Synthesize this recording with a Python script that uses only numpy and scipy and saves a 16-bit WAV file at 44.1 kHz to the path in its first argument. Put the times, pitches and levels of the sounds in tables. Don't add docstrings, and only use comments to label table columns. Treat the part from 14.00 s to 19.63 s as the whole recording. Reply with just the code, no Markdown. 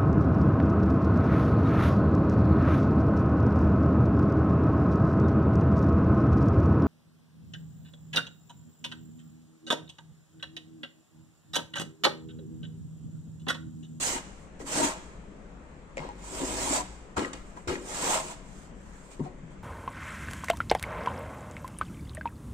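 import sys
import numpy as np
from scipy import signal
from scipy.fft import rfft, irfft
from scipy.io import wavfile
from scipy.ndimage import uniform_filter1d

SR = 44100
rng = np.random.default_rng(int(sys.argv[2]) if len(sys.argv) > 2 else 0)


def generate_wav(signal):
    frames = np.transpose(np.atleast_2d(signal))
    scaled = np.clip(frames, -1, 1) * 32767
    pcm = np.round(scaled).astype(np.int16)
    wavfile.write(sys.argv[1], SR, pcm)


N = 248283


def gain_of(db):
    return 10 ** (np.asarray(db) / 20)


def unit_rms(x):
    return x / np.sqrt(np.mean(x ** 2) + 1e-20)


def curve_at(points, hz):
    point_hz, value = np.transpose(points)
    return np.interp(np.log(hz + 1), np.log(point_hz + 1), value)


def envelope(rows, db):
    return gain_of(np.interp(np.arange(N) / SR, np.transpose(rows)[0], db, left=-200, right=-200))


def wander(samples):
    span = round(samples)
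    return unit_rms(uniform_filter1d(uniform_filter1d(rng.standard_normal(N), span), span))


def coloured(x, points):
    hz = np.fft.rfftfreq(1024, 1 / SR)
    kernel = np.roll(irfft(gain_of(curve_at(points, hz))), 512) * np.hanning(1024)
    return signal.oaconvolve(x, kernel[None] / np.linalg.norm(kernel), "same")


def ringing(modes, favoured_hz=None, reach=0.3, size=4096):
    t = np.arange(size) / SR
    hz, width, db = np.transpose(modes)[:, :, None]
    share = 1 if favoured_hz is None else np.exp(-(np.log(hz / favoured_hz) / reach) ** 2)
    decay = np.exp(-np.pi * width * t)
    amplitude = share * gain_of(db) * np.sqrt(width) * decay * (1 - decay ** 3)
    ring = (amplitude * np.sin(2 * np.pi * hz * t)).sum(0)
    return ring / np.linalg.norm(ring)


def resonate(clicks, modes):
    return signal.oaconvolve(clicks, ringing(modes)[None])[:, :N]


def add(mix, start_s, sound):
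    part = mix[..., round(start_s * SR):][..., :sound.shape[-1]]
    part += sound[..., :part.shape[-1]]


def knocks(events):
    track = np.zeros(N)
    for start_s, peak_db, shape in events:
        add(track, start_s, gain_of(peak_db) * shape / abs(shape).max())
    return track


# frequency_hz, relative_db
TRAFFIC_SPECTRUM = [(20, -8), (50, 0.5), (68, -14.5), (91, -21), (185, -6), (223, -13), (326, -16),
                    (540, -17.5), (700, -23), (1170, -24.5), (2000, -29.5), (3840, -42.5), (5300, -46),
                    (7560, -40.5), (13000, -72.5)]
def traffic(level_db=-47, patch_db=1.3):
    frames, hz = N // 512 + 5, np.fft.rfftfreq(2048, 1 / SR)
    *noise, patches = rng.standard_normal((frames, 1025, 5)).T
    patches = unit_rms(uniform_filter1d(uniform_filter1d(patches, 20, 0), 10, 1))
    spectra = np.array([noise[0] + 1j * noise[1], noise[2] + 1j * noise[3]])
    spectra *= gain_of(curve_at(TRAFFIC_SPECTRUM, hz)[:, None] + patch_db * patches)
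    return gain_of(level_db) * unit_rms(signal.istft(spectra, nperseg=2048, noverlap=1536)[1][:, :N])


# time_s, firing_hz, level_db
ENGINE_CLIMB = [(1.5, 39.9, -70), (1.73, 42.56, -58.5), (2.578, 52.43, -45.5), (3.042, 60, -50),
                (3.119, 60.5, -69)]
def engine(second_harmonic_db=-11):
    time_s, firing_hz, level_db = np.transpose(ENGINE_CLIMB)
    phase = 2 * np.pi * np.cumsum(np.interp(np.arange(N) / SR, time_s, firing_hz)) / SR
    swell = uniform_filter1d(envelope(ENGINE_CLIMB, level_db), 3000)
    return np.sqrt(2) * swell * (np.sin(phase) + gain_of(second_harmonic_db) * np.sin(2 * phase))


# frequency_hz, relative_db
ECHO_COLOUR = [(300, -0.5), (1000, 0.5), (2000, 3), (3300, 0.5), (7500, -4.5), (12000, -9.5)]
def wall_echo(x, level_db=-17, t60_s=0.8, gap_s=0.0099):
    t = np.arange(SR) / SR
    tail = rng.standard_normal((2, SR)) * gain_of(-60 * t / t60_s) * (t > gap_s)
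    echo = signal.fftconvolve(x, tail / np.linalg.norm(tail[0]), axes=1)[:, :N]
    return gain_of(level_db) * coloured(echo, ECHO_COLOUR)


# pitch_hz, width_hz, relative_db
BUMP_MODES = [(78, 25, 28), (151.6, 13.2, 21), (253, 57, 12), (344, 36, 8)]
# start_s, peak_db, favoured_hz
FLOOR_BUMPS = [(1.994, -35.5, 196), (3.171, -32, 80), (3.68, -33, 79.5), (5.195, -27.5, 385),
               (5.205, -21, 241), (5.223, -36, 145), (5.24, -31.5, 211), (5.427, -37.5, 173),
               (5.444, -36, 181)]
def padded_bumps():
    return knocks([(s, db, ringing(BUMP_MODES, hz, reach=0.42)) for s, db, hz in FLOOR_BUMPS])


def steel_blow(hz, crack_gain=0.35, crack_s=0.003):
    modes = FLEX_MODES + RING_MODES + RASP_MODES + BITE_MODES
    crack = ringing(modes, hz, reach=0.35, size=512) * np.exp(-np.arange(512) / SR / crack_s)
    blow = ringing(modes, hz, reach=0.036)
    add(blow, 0, crack_gain * crack / np.linalg.norm(crack))
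    return blow


# start_s, skid_db, skid_s, peak_db, favoured_hz
EDGE_TAPS = [(0.134, -55, .003, -36, 340), (0.161, -55, .003, -30, 925), (0.602, -55, 0.0067, -34.5, 480),
             (0.774, -55, .003, -24.5, 290), (0.804, -55, .003, -27, 290), (0.8, -50, .003, -23, 630),
             (0.818, -52, .003, -22, 940), (0.833, -55, .003, -20.5, 920), (0.845, -48, .003, -26, 300),
             (1.971, -44, 0.0031, -29.5, 2400), (1.972, -58, .003, -26.5, 534),
             (1.98, -47, 0.0056, -25, 2046), (1.987, -64, .003, -33, 556), (1.993, -63, 0.0045, -31, 2200),
             (2.024, -63, .003, -36, 923), (2.05, -63, 0.0033, -34, 556), (2.09, -52, .003, -32, 891),
             (2.096, -66, 0.0033, -40, 940), (2.108, -70, .003, -40, 860), (2.402, -56, .003, -30, 480),
             (2.418, -40, 0.0015, -36, 366), (2.427, -55, .003, -31, 366), (2.701, -52, .003, -37, 285),
             (2.708, -52, .003, -25.5, 285), (2.729, -47, .003, -24, 630), (2.746, -50, .003, -27, 850),
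             (2.755, -53, .003, -28, 1000), (2.776, -52, .003, -27.5, 630), (2.784, -50, .003, -29, 1000),
             (2.804, -55, .003, -27, 1010), (3.163, -52, 0.0045, -36, 710), (3.171, -40, 0.0018, -26, 960),
             (3.1802, -30.5, 0.0032, -23.5, 354), (3.193, -32, 0.0028, -36, 3900),
             (3.22, -42, .003, -24.5, 334), (3.247, -55, .003, -28, 1940), (3.248, -58, .003, -30, 1940),
             (3.332, -39, 0.014, -53, 1950), (3.574, -60, 0.0069, -36, 980), (3.673, -56, 0.0044, -30, 406),
             (3.676, -44.5, 0.0033, -38, 2170), (3.687, -39, 0.0057, -26, 360),
             (3.694, -50, .003, -35, 290), (3.737, -52, .003, -28, 360),
             (3.755, -45.5, 0.0044, -27.5, 1940), (4.029, -53, .003, -31, 300),
             (4.081, -50, .003, -26, 730), (4.109, -48, .003, -26, 855), (4.154, -50, .003, -27.5, 625),
             (5.259, -66, .003, -35, 740)]
def taps(left_lead_s=0.00031):
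    blows = knocks([(s, db, steel_blow(hz)) for s, _, _, db, hz in EDGE_TAPS])
    return np.array([blows, np.roll(blows, round(left_lead_s * SR))])


def skids(tick_gain=2.2, tick_s=0.002):
    skid, tick = np.zeros((2, N))
    t = np.arange(2600) / SR
    for start_s, db, skid_s, _, _ in EDGE_TAPS:
        add(skid, start_s, gain_of(db - 20 * (t / skid_s) ** 2))
        tick[round(start_s * SR)] = gain_of(db) * tick_gain * min(tick_s / skid_s, 1)
    return skid, tick


def grains(per_s, spread_db, chatter_db, chatter_samples):
    hit = rng.random((2, N)) < per_s / SR
    sign = rng.choice([-1., 1.], (2, N))
    size = np.minimum(rng.exponential(1, (2, N)), 5)
    return unit_rms(hit * sign * gain_of(spread_db * size + chatter_db * wander(chatter_samples)))


def patchy(x, depth_db):
    spectra = signal.stft(x, nperseg=512, noverlap=384)[2]
    patches = rng.standard_normal(spectra.shape[::-1][:2])
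    patches = unit_rms(uniform_filter1d(uniform_filter1d(patches, 16, 0), 3, 1)).T
    return signal.istft(spectra * gain_of(depth_db * patches), nperseg=512, noverlap=384)[1][:, :N]


def bent(clicks, modes, bend=0.018, drift_s=0.04):
    hz, width, db = np.transpose(modes)
    pressure = 1.59 * wander(drift_s * SR)
    shift = bend * (-1.) ** np.arange(len(hz))
    one_way = resonate(clicks * np.cos(pressure), np.c_[hz * (1 + shift), width, db])
    other_way = resonate(clicks * np.sin(pressure), np.c_[hz * (1 - 0.83 * shift), width, db])
    return one_way + other_way


# pitch_hz, width_hz, relative_db
RING_MODES = [(543, 57, 5), (627.7, 36, 10), (736, 26, 7), (845, 36, 10), (934.6, 31.4, 11), (994, 41, 8.5),
              (1062, 43, 7.5), (1172, 120, 1.5)]
# pitch_hz, width_hz, relative_db
FLEX_MODES = [(225, 79, -5), (289.3, 38.5, 7), (360.5, 56, 7.5), (474, 61, 3)]
def blade(ring, flex):
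    rung = bent(ring * grains(4000, spread_db=1.5, chatter_db=1.2, chatter_samples=200), RING_MODES)
    flexed = bent(flex * grains(3000, spread_db=1.5, chatter_db=1.2, chatter_samples=300), FLEX_MODES)
    return patchy(rung + flexed, depth_db=0.31)


# frequency_hz, relative_db
GRIT_SPECTRUM = [(2800, -13.5), (4200, -15), (5750, -12.5), (7500, -5.5), (8370, -8), (9880, -21.5),
                 (11300, -26.5), (15400, -31.5)]
# pitch_hz, width_hz, relative_db
RASP_MODES = [(1340, 520, 12.5), (1630, 123, 4), (1930, 100, 5.5)]
BITE_MODES = [(2147, 203, 6.5), (2412, 320, 7.5), (2830, 180, 4.5), (3248, 276, 5), (3680, 310, 4.5),
              (4070, 270, 0), (4610, 230, -1), (5210, 460, 1), (5950, 510, -10.5)]
def teeth(hiss, rasp, bite, surge_db=0.78, surge_s=0.012, lowpass_hz=9500):
    skid, tick = skids()
    surge = gain_of(surge_db * wander(surge_s * SR))
    grit = patchy(grains(14000, spread_db=0.65, chatter_db=0.5, chatter_samples=150), depth_db=2.5)
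    sand = patchy(grains(6000, spread_db=2.8, chatter_db=0.45, chatter_samples=150), depth_db=2.3)
    skidding = signal.lfilter(*signal.butter(4, lowpass_hz, fs=SR), skid * grit + tick)
    hissing = coloured(hiss * surge * grit + skidding, GRIT_SPECTRUM)
    rasping = resonate(np.hypot(rasp * surge, 0.23 * skid) * sand, RASP_MODES)
    biting = resonate(np.hypot(bite * surge, 0.72 * skid) * sand + tick, BITE_MODES)
    return hissing + rasping + biting


# start_s, length_s, hiss_db
LIGHT_GRAZES = [(0.343, 0.15, -67.5), (3.367, 0.34, -65), (4.427, 0.29, -59), (4.736, 0.55, -62.5)]
def grazes(bite_offset_db=-12):
    gains = np.zeros((5, N))
    for start_s, length_s, db in LIGHT_GRAZES:
        swell = np.hanning(round(length_s * SR)) ** 0.34
        add(gains[::4], start_s, swell * gain_of([[db], [db + bite_offset_db]]))
    return gains


# start_s, rise_s, length_s, hiss_db, rasp_db, ring_db, flex_db, bite_db
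SHORT_SCUFFS = [(0.59, 0.013, 0.05, -50.5, -50, -50, -49, -55),
                (1.968, 0.002, 0.22, -60.5, -49.5, -43, -46, -50),
                (3.165, 0.0022, 0.14, -43.5, -34, -38.5, -32.5, -40.5),
                (3.329, 0.0012, 0.098, -57, -51, -55, -49, -52),
                (3.555, 0.013, 0.064, -65, -52.5, -49, -52, -71),
                (3.672, 0.0077, 0.12, -42, -35.5, -41, -32.5, -38),
                (5.1, 0.032, 0.064, -56.5, -70, -66, -52, -60),
                (5.193, 0.0016, 0.021, -84, -64, -33.5, -40.5, -61),
                (5.224, 0.038, 0.098, -64.5, -56, -43, -43.5, -58.5),
                (5.498, 0.017, 0.073, -65.5, -76, -60, -73, -76)]
# hiss_db, rasp_db, ring_db, flex_db, bite_db
SCUFF_FADE = [-20, -20, -38, -20.5, -20]
def scuffs():
    gains = np.zeros((5, N))
    for start_s, rise_s, length_s, *levels_db in SHORT_SCUFFS:
        t = np.arange(0, 2 * length_s, 1 / SR)
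        fade_db = np.c_[SCUFF_FADE] * (t / length_s) ** 2.33
        add(gains, start_s, np.minimum(t / rise_s, 1) * gain_of(np.c_[levels_db] + fade_db))
    return gains


# time_s, hiss_db, ring_over_hiss_db, flex_over_hiss_db
COMBING_STROKES = [
    [(0.0, -39.5, -13, -12), (0.012, -31, -26, -28), (0.035, -29, -16, -30), (0.075, -30, -14, -22),
     (0.15, -35.5, -8, -2), (0.18, -43, 2, -12), (0.215, -59, -5, -5)],
    [(0.645, -61.5, -1, 16), (0.672, -39, -8.5, -6), (0.73, -35, -7.5, -9.5), (0.785, -30.5, -4, 0),
     (0.826, -31.5, -4.5, -3), (0.85, -29, -4.5, -9), (0.926, -43.5, 1.5, -7.5), (0.96, -61, 7, 13.5)],
    [(2.19, -63.5, 2, -11), (2.25, -52, 0, -2), (2.38, -38.5, -6.5, -3.5), (2.42, -40.5, 0.5, 7.5),
     (2.47, -39, -3.5, 0), (2.67, -33.5, -4.5, -9), (2.764, -29.5, -4.5, -14), (2.81, -40.5, 0, -1),
     (2.83, -51, 1, -9)],
    [(3.8, -59.5, -9, 16), (3.89, -43, -2, -4.5), (4.1, -30, -2.5, -7.5), (4.145, -27.5, -1.5, -26),
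     (4.195, -38.5, 3, -25), (4.255, -46.5, -11, 1), (4.313, -45.5, 2, -12), (4.39, -69, -7, -17)],
]
def strokes(rasp_db=(-37, -37, -42, -41), bite_db=(-36, -40.5, -41.5, -41), ease_s=0.038, ease_db=-9):
    gains = np.zeros((5, N))
    for rows, rasp, bite in zip(COMBING_STROKES, rasp_db, bite_db):
        ease_on = np.add(rows[0], [-ease_s, ease_db, 0, 0])
        ease_off = np.add(rows[-1], [ease_s, ease_db, 0, 0])
        rows = [ease_on, *rows, ease_off]
        _, hiss, ring, flex = np.transpose(rows)
        follow = 0.93 * (hiss + 35.5) + 0.97 * ring
        gains += [envelope(rows, db) for db in (hiss, rasp + follow, hiss + ring, hiss + flex, bite + follow)]
    return gains


def trowel():
    hiss, rasp, ring, flex, bite = strokes() + scuffs() + grazes()
    return teeth(hiss, rasp, bite) + blade(ring, flex)


def at_ports(pair, likeness, right_lead_s=0):
    hz = np.fft.rfftfreq(N + 1, 1 / SR)
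    left, scattered = rfft(pair, N + 1)
    shared = np.clip(curve_at(likeness, hz), -1, 1)
    right = shared * left * np.exp(2j * np.pi * hz * right_lead_s) + np.sqrt(1 - shared ** 2) * scattered
    return irfft([left, right], N + 1)[:, :N]


# frequency_hz, likeness
FAR_LIKENESS = [(60, 0.89), (290, 0.86), (640, 0.38), (1400, 0.017), (7000, 0.077)]
NEAR_LIKENESS = [(125, 0.75), (500, 0.93), (1000, 0.63), (2000, 0.12), (6000, 0.043), (12000, 0.033)]
def scene():
    scraping = trowel()
    near = at_ports(scraping + wall_echo(scraping), NEAR_LIKENESS, right_lead_s=0.0002)
    far = at_ports(traffic(), FAR_LIKENESS) + engine()
    return far + padded_bumps() + taps() + near


# frequency_hz, left_minus_right_db
PORT_BALANCE = [(60, 4), (250, 4.5), (700, 2.5), (2000, 3), (4400, 0.5), (7800, -8.5), (10000, 1.5),
                (14900, -1.5)]
def record(dry):
    lean_db = curve_at(PORT_BALANCE, np.fft.rfftfreq(N + 1, 1 / SR)) / 2
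    heard = irfft(rfft(dry, N + 1) * gain_of([lean_db, -lean_db]), N + 1)[:, :N]
    lowpass = signal.firwin(1023, cutoff=15480, window=("kaiser", 9), fs=SR)
    return signal.oaconvolve(heard, lowpass[None], "same")


dry = scene()
out = record(dry)
generate_wav(out)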